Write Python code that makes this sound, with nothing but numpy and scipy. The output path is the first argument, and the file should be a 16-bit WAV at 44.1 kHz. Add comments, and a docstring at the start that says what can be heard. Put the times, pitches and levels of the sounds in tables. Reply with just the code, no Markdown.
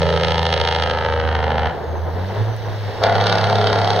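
"""A heavy truck's engine brake, heard across a field as it comes down a country road.
Six cylinders dump their air unevenly through two exhaust stacks; a few cracks carry a bright snap, and
the tree line echoes the exhaust. The brake lets go, the engine is revved for a downshift with a faint
turbo whistle, and the brake bites again, faster. Beneath it: the boom of the firing rate, tyres,
light wind, hiss and faint ticks."""
import sys
import numpy as np
from scipy import signal
from scipy.fft import rfft, irfft
from scipy.io import wavfile
from scipy.ndimage import uniform_filter1d, minimum_filter1d

SR = 44100
rng = np.random.default_rng(int(sys.argv[2]) if len(sys.argv) > 2 else 0)


def master(y):
    """Save y as 16-bit WAV."""
    cut = np.clip(np.atleast_2d(y).T, -1, 1)
    pcm = np.round(cut * 32767)  # scale
    wavfile.write(sys.argv[1], SR, pcm.astype(np.int16))


N = 176400
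T = np.arange(N) / SR
HZ = np.fft.rfftfreq(N, 1 / SR)


def amp(db):
    """Decibels to gain."""
    return 10 ** (np.asarray(db) / 20)


def unit(x):
    """Scale to rms 1."""
    return x / np.sqrt(np.mean(x ** 2) + 1e-20)


def curve(rows, column=1):
    """One column of a time table, per sample."""
    rows = np.array(rows)
    return np.interp(T, rows[:, 0], rows[:, column])


def spectrum(rows, hz):
    """Interpolate a table over log frequency."""
    row_hz, value = np.transpose(rows)
    return np.interp(np.log(hz + 1), np.log(row_hz + 1), value)


def band(x, low_hz, high_hz):
    """Steep band-pass."""
    loss = (1 + (low_hz / (HZ + 1)) ** 10) * (1 + (HZ / high_hz) ** 10)
    return irfft(rfft(x) / np.sqrt(loss), N)


def colour(x, rows):
    """Minimum-phase filter from (frequency [Hz], gain [dB]) rows."""
    cepstrum = irfft(np.log(amp(spectrum(rows, HZ))), N)
    fold = 1 + np.sign(N / 2 - np.arange(N)) * (np.arange(N) > 0)
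    impulse = irfft(np.exp(rfft(cepstrum * fold)), N)[:4096]
    return signal.fftconvolve(x, impulse)[:N]


def drift(rate_hz):
    """Low-passed noise, rms 1."""
    return unit(irfft(rfft(rng.standard_normal(N)) * np.exp(-(HZ / rate_hz) ** 2), N))


def stereo(mid, side):
    """Mid/side to left/right."""
    return np.array([mid + side, mid - side])


# Engine speed (time [s], firing rate [Hz])
FIRING_HZ = [(0, 83.7), (.5, 81.6), (1, 79.7), (1.65, 78), (1.9, 79), (2.1, 84), (2.25, 94), (2.4, 106),
             (2.53, 110), (2.8, 102.5), (3.05, 102.3), (3.27, 105.5), (3.4, 103), (3.52, 105.6),
             (3.66, 103.3), (4, 103)]
def firing_count():
    """Firings elapsed, per sample; three per crank turn."""
    return np.cumsum(curve(FIRING_HZ)) / SR


# Valve lag, repeating every three cylinders (delay [s])
VALVE_LAG_S = [0, .0005, 0]
def valve_openings(firings, cylinders_db, jitter_s=.00003, scatter_db=.8):
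    """Time and strength of each air dump; every third cylinder opens late."""
    index = np.arange(np.ceil(firings[0]), firings[-1]).astype(int)
    chance = rng.standard_normal((len(index), 2))
    open_s = np.interp(index, firings, T) + np.take(VALVE_LAG_S, index, mode="wrap")
    size_db = np.take(cylinders_db, index, mode="wrap")
    return open_s + jitter_s * chance[:, 0], size_db + scatter_db * chance[:, 1]


def pipe_ring(x, ring_s, ripple_hz=350):
    """The pipe holds some frequencies longer than others, up to ring_s."""
    ripple = sum(np.sin(2 * np.pi * (HZ / ripple_hz / k + rng.random())) for k in (3, 5))
    delay_s = ring_s * (.5 + ripple / 4) ** 2
    return irfft(rfft(x) * np.exp(-2j * np.pi * np.cumsum(delay_s) * SR / N), N)


# Nearer stack's head start (time [s], lead [s])
NEAR_LEAD_S = [(0, .0026), (.8, .0026), (1.5, .0031), (4, .0033)]
# Nearer stack against the farther (time [s], level [dB])
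NEAR_DB = [(.45, -7.5), (.8, -6.5), (1.7, -7), (3.1, -9.5)]
# Growl, honk, bark and crack bands (low [Hz], high [Hz], exponent on cylinder strength [-])
EXHAUST_BANDS = [(214, 670, 0.61), (658, 830, 0.64), (1125, 3100, 1.14), (2400, 18000, 2.25)]
# Exhaust band levels (time [s], growl [dB], honk [dB], bark [dB], crack [dB])
EXHAUST_DB = [(0, -14.5, -21.5, -28, -34.5), (.3, -19.5, -20.5, -28.5, -28.5),
              (.75, -20.5, -20, -26.5, -27), (1, -21.5, -23.5, -26.5, -36.5), (1.25, -21.5, -23, -28, -42),
              (1.68, -22, -19, -26, -39.5), (3.02, -21.5, -19, -36.5, -36),
              (3.038, -22.5, -26.5, -23, -26.5), (3.1, -29, -23, -29, -34.5),
              (3.25, -28.5, -23, -28.5, -26.5), (3.6, -25.5, -26, -31.5, -31),
              (4, -25.5, -24.5, -34, -31.5)]
def exhaust(open_s, size_db, pipe, gas_db, ring_s, puff_s=.0037):
    """Each air dump leaves the stacks as a crack and a puff of gas, coloured by the pipe."""
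    near_s = open_s - np.interp(open_s, T, curve(NEAR_LEAD_S))
    near_gain = -amp(np.interp(open_s, T, curve(NEAR_DB)))
    stacks = [(open_s, 1), (near_s, near_gain)]
    gas, out = rng.standard_normal(N), np.zeros(N)
    for i, (low_hz, high_hz, exponent) in enumerate(EXHAUST_BANDS):
        cracks = np.zeros(N)
        for times_s, gain in stacks[:1 if i < 2 else 2]:  # the growl and honk bands play the farther stack alone
            samples = np.clip(np.round(times_s * SR), 0, N - 1).astype(int)
            cracks[samples] += gain * amp(exponent * size_db)
        puffs = gas * signal.lfilter([1], [1, -np.exp(-1 / (puff_s * SR))], cracks)
        blast = colour(unit(pipe_ring(cracks, ring_s)) + amp(gas_db) * unit(puffs), pipe)
        out += unit(band(blast, low_hz, high_hz)) * amp(curve(EXHAUST_DB, i + 1))
    return out


# Drone partials (crank order [-], level [dB])
DRONE_DB = [(4, -38.5), (5, -37.5), (7, -48.5), (12, -58)]
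def drone(crank_turns, waver_db=3.5):
    """Uneven cylinders hum at multiples of the crank rate."""
    out = np.zeros(N)
    for order, db in DRONE_DB:
        peak = np.sqrt(2) * amp(db + waver_db * drift(2.8))
        out += peak * np.cos(2 * np.pi * round(order) * crank_turns)
    return out


# Tree-line decay (frequency [Hz], T60 [s])
TREE_T60_S = [(100, 1), (600, 0.28), (2000, 0.27), (6000, 0.1)]
def tree_echo(x, rise_s=.025):
    """Diffuse echo from the tree line; the treble dies first."""
    taps = rng.standard_normal(SR) * (1 - np.exp(-T[:SR] / rise_s))
    hz, age_s, frames = signal.stft(taps, SR, nperseg=256)
    decay = amp(-60 * age_s / spectrum(TREE_T60_S, hz)[:, None])
    tail = signal.istft(frames * decay, SR, nperseg=256)[1]
    return signal.fftconvolve(x, tail / np.linalg.norm(tail))[:N]


def moving_echo(x, turn_hz=1.4, width=.31):
    """Echo paths change as the truck moves: two echoes crossfade."""
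    angle = 2 * np.pi * turn_hz * T
    mid = np.cos(angle) * tree_echo(x) + np.sin(angle) * tree_echo(x)
    return stereo(mid, width * tree_echo(x))


# Braking spells (start [s], end [s], one firing of the first cylinder [s])
SPELLS_S = [(-.1, 1.69, .3807), (3.01, 4.1, 3.4414)]
# Brake tone, row per spell (gas noise [dB], tree echo [dB], pipe ring [s])
SPELL_TONE = [(-14, -11.5, .0022), (-6, -6, .0045)]
# Cylinder strengths, row per spell (first to sixth in firing order [dB])
CYLINDER_DB = [(0, -.5, -10, -2.5, -2, -6), (0, -5, -13, -2, -9.5, -5.5)]
# Pipe colour (frequency [Hz], first spell [dB], second spell [dB])
PIPE_DB = [(230, -22.5, -14), (340, -21.5, -18), (414, -9, -6), (463, -1, 3), (601, 5, -6.5), (647, -4, -1),
           (895, -1.5, -5.5), (1125, -13, -7), (1272, -1, -5.5), (1410, -6, -2.5), (1640, -5.5, -8.5),
           (2020, -15, -11), (2460, -22.5, -22), (3304, -14, -13), (4480, -20.5, -15.5), (5200, -26, -22),
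           (6120, -32, -27), (7180, -47, -45.5), (8600, -45.5, -40), (11100, -68.5, -70)]
def engine_brake(spell, attack_s=.0056, release_s=.018, drone_release_s=.1):
    """One spell of braking: exhaust cracks and their echo over a low drone."""
    start_s, end_s, first_s = SPELLS_S[spell]
    gas_db, echo_db, ring_s = SPELL_TONE[spell]
    pipe = np.array(PIPE_DB)[:, [0, spell + 1]]
    firings = firing_count()
    firings -= np.interp(first_s, T, firings)
    open_s, size_db = valve_openings(firings, CYLINDER_DB[spell])
    since_end_s = np.maximum(T - end_s, 0)
    gate = np.clip((T - start_s) / attack_s, 0, 1) * np.exp(-since_end_s / release_s)
    cracks = exhaust(open_s, size_db, pipe, gas_db, ring_s) * gate
    hum = drone(firings / 3) * (T > start_s) * np.exp(-since_end_s / drone_release_s)
    return cracks + hum + amp(echo_db) * moving_echo(cracks)


# Firing-rate fundamental (time [s], level [dB])
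BOOM_H1_DB = [(0, -23.5), (.9, -26), (1.3, -24), (1.68, -22), (1.76, -55), (1.81, -29.5), (1.88, -26.5),
              (2.18, -25), (2.34, -27), (2.42, -16), (2.52, -23), (2.59, -32), (2.68, -24), (2.85, -23),
              (2.97, -37), (3.04, -25.5), (3.2, -21), (4, -25.5)]
# Second harmonic (time [s], level [dB])
BOOM_H2_DB = [(0, -27.5), (.5, -29), (1, -41), (1.702, -32.5), (1.851, -55), (2.279, -37), (2.6, -54),
              (2.95, -47), (3.15, -33.5), (4, -41)]
# Third harmonic (time [s], level [dB])
BOOM_H3_DB = [(0, -45), (1, -44), (1.65, -35.5), (1.85, -59.5), (2.95, -70), (3.2, -44)]
def boom(waver_db=1.75, width=.29):
    """Deep note of the firing rate with two overtones, wandering in stereo."""
    cycles = firing_count() + .008 * drift(8)
    note = np.zeros(N, complex)
    for harmonic, levels in enumerate([BOOM_H1_DB, BOOM_H2_DB, BOOM_H3_DB], 1):
        gain = amp(curve(levels) + waver_db * drift(9.9))
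        note += gain * np.exp(2j * np.pi * harmonic * cycles)
    wander = drift(23) + 1j * drift(12)
    return stereo(np.sqrt(2) * note.real, width * (note * wander).real)


# Tyre and engine noise colour (frequency [Hz], gain [dB])
ROAD_COLOUR_DB = [(60, -5.5), (130, -9), (280, -16.5), (450, -5.5), (900, -11), (1200, -21), (1650, -22),
                  (2400, -35.5), (3800, -31.5), (5500, -40.5), (7200, -53), (12000, -56.5)]
# Tyre and engine noise levels (time [s], roar [dB], hiss [dB])
ROAD_DB = [(0, -47.5, -36), (1.75, -28.5, -46), (2.05, -27, -48.5), (2.25, -30.5, -42.5), (2.4, -25, -40.5),
           (2.52, -32.5, -44), (2.9, -30.5, -39.5), (4, -30.5, -35.5)]
def road_noise(throb=.12, flutter_db=2.14, split_hz=1900, width=.35):
    """Tyre and engine roar, throbbing with the firings."""
    beat = 1 + throb * np.cos(2 * np.pi * firing_count())
    mid = colour(beat * rng.standard_normal(N), ROAD_COLOUR_DB)
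    side = colour(rng.standard_normal(N), ROAD_COLOUR_DB)
    noise = stereo(mid, width * side)
    roar = unit(band(noise, 63.5, split_hz)) * amp(curve(ROAD_DB) - flutter_db * drift(14))
    hiss = unit(band(noise, split_hz, 9000)) * amp(curve(ROAD_DB, 2))
    return roar + hiss


def wind(level_db=-35, gust_db=2.5, rumble_hz=45):
    """Light wind rumbles at the microphone."""
    gain = amp(level_db + gust_db * drift(4))
    return gain * stereo(.2 * drift(rumble_hz), drift(rumble_hz))


# Top hiss (time [s], level [dB])
HISS_DB = [(0, -70.5), (1.4, -66), (2.2, -58), (2.85, -58), (3.15, -59), (4, -62.5)]
def top_hiss():
    """Thin hiss in the high treble."""
    return amp(curve(HISS_DB)) * unit(band(rng.standard_normal((2, N)), 13000, 15500))


# Exhaust snaps and faint ticks (time [s], level before filtering [dB])
SNAP_DB = [(.431, -34), (.528, -38), (.602, -40), (2.565, -37), (3.037, -30.5), (3.883, -42)]
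def snaps_and_ticks(decay_s=.0016):
    """Short noise bursts: bright snaps on some exhaust cracks, and faint ticks."""
    envelope = sum(amp(db) * (T > at_s) * np.exp(-abs(T - at_s) / decay_s) for at_s, db in SNAP_DB)
    return band(envelope * rng.standard_normal((2, N)), 3000, 15000)


# Turbo whistle (time [s], pitch [Hz], level [dB])
WHISTLE = [(1.76, 7040, -75), (1.84, 6580, -68), (1.97, 6180, -59), (2.14, 5720, -61), (2.3, 5850, -62),
           (2.46, 6090, -56.5), (2.65, 5920, -55), (2.82, 5680, -61), (3.02, 5070, -54)]
def turbo(fuzz_hz=45):
    """A fuzzy whistle that sinks off load and lifts with the throttle."""
    phase = 2 * np.pi * np.cumsum(curve(WHISTLE)) / SR
    whistle = drift(fuzz_hz) * np.cos(phase) + drift(fuzz_hz) * np.sin(phase)
    return amp(curve(WHISTLE, 2)) * whistle


# Microphone ports (frequency [Hz], left minus right [dB], left phase lead [rad])
PORT_RESPONSE = [(60, -2.5, .3), (250, -2, .2), (430, 1, .1), (1800, 0, -.1), (2100, 4, -.3),
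                 (2500, 1.5, -1.8), (2800, -5.5, -.8), (3150, -6, .2), (3800, -1, -.1), (4450, -2.5, -1.1),
                 (5000, -9, -3.1), (5700, -1, -5.2), (6800, -1.5, -6.6), (7500, -1, -9.4),
                 (8600, -1.5, -12.5)]
def microphone_ports(x):
    """Sound reaches the two ports with different level and phase."""
    ports = np.array(PORT_RESPONSE)
    share = np.array([[.5], [-.5]])
    gain = amp(share * spectrum(ports[:, [0, 1]], HZ))
    phase = share * spectrum(ports[:, [0, 2]], HZ)
    return irfft(rfft(x) * gain * np.exp(1j * phase), N)


def scene():
    """The distant truck, with bright snaps on some exhaust cracks, plus wind, hiss and faint ticks."""
    brake = sum(engine_brake(spell) for spell in range(len(SPELLS_S)))
    truck = brake + boom() + road_noise() + turbo()
    return microphone_ports(truck) + wind() + top_hiss() + snaps_and_ticks()


def record(dry, ceiling=.92, cutoff_hz=15800):
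    """Soft peak limiter, then low-pass."""
    gain = np.minimum(1, ceiling / (abs(dry).max(0) + 1e-9))
    smooth_gain = uniform_filter1d(minimum_filter1d(gain, 200), 180)
    low_pass = signal.firwin(511, cutoff_hz, window=("kaiser", 9), fs=SR)
    return signal.oaconvolve(dry * smooth_gain, low_pass[None], "same")


dry = scene()
out = record(dry)
master(out)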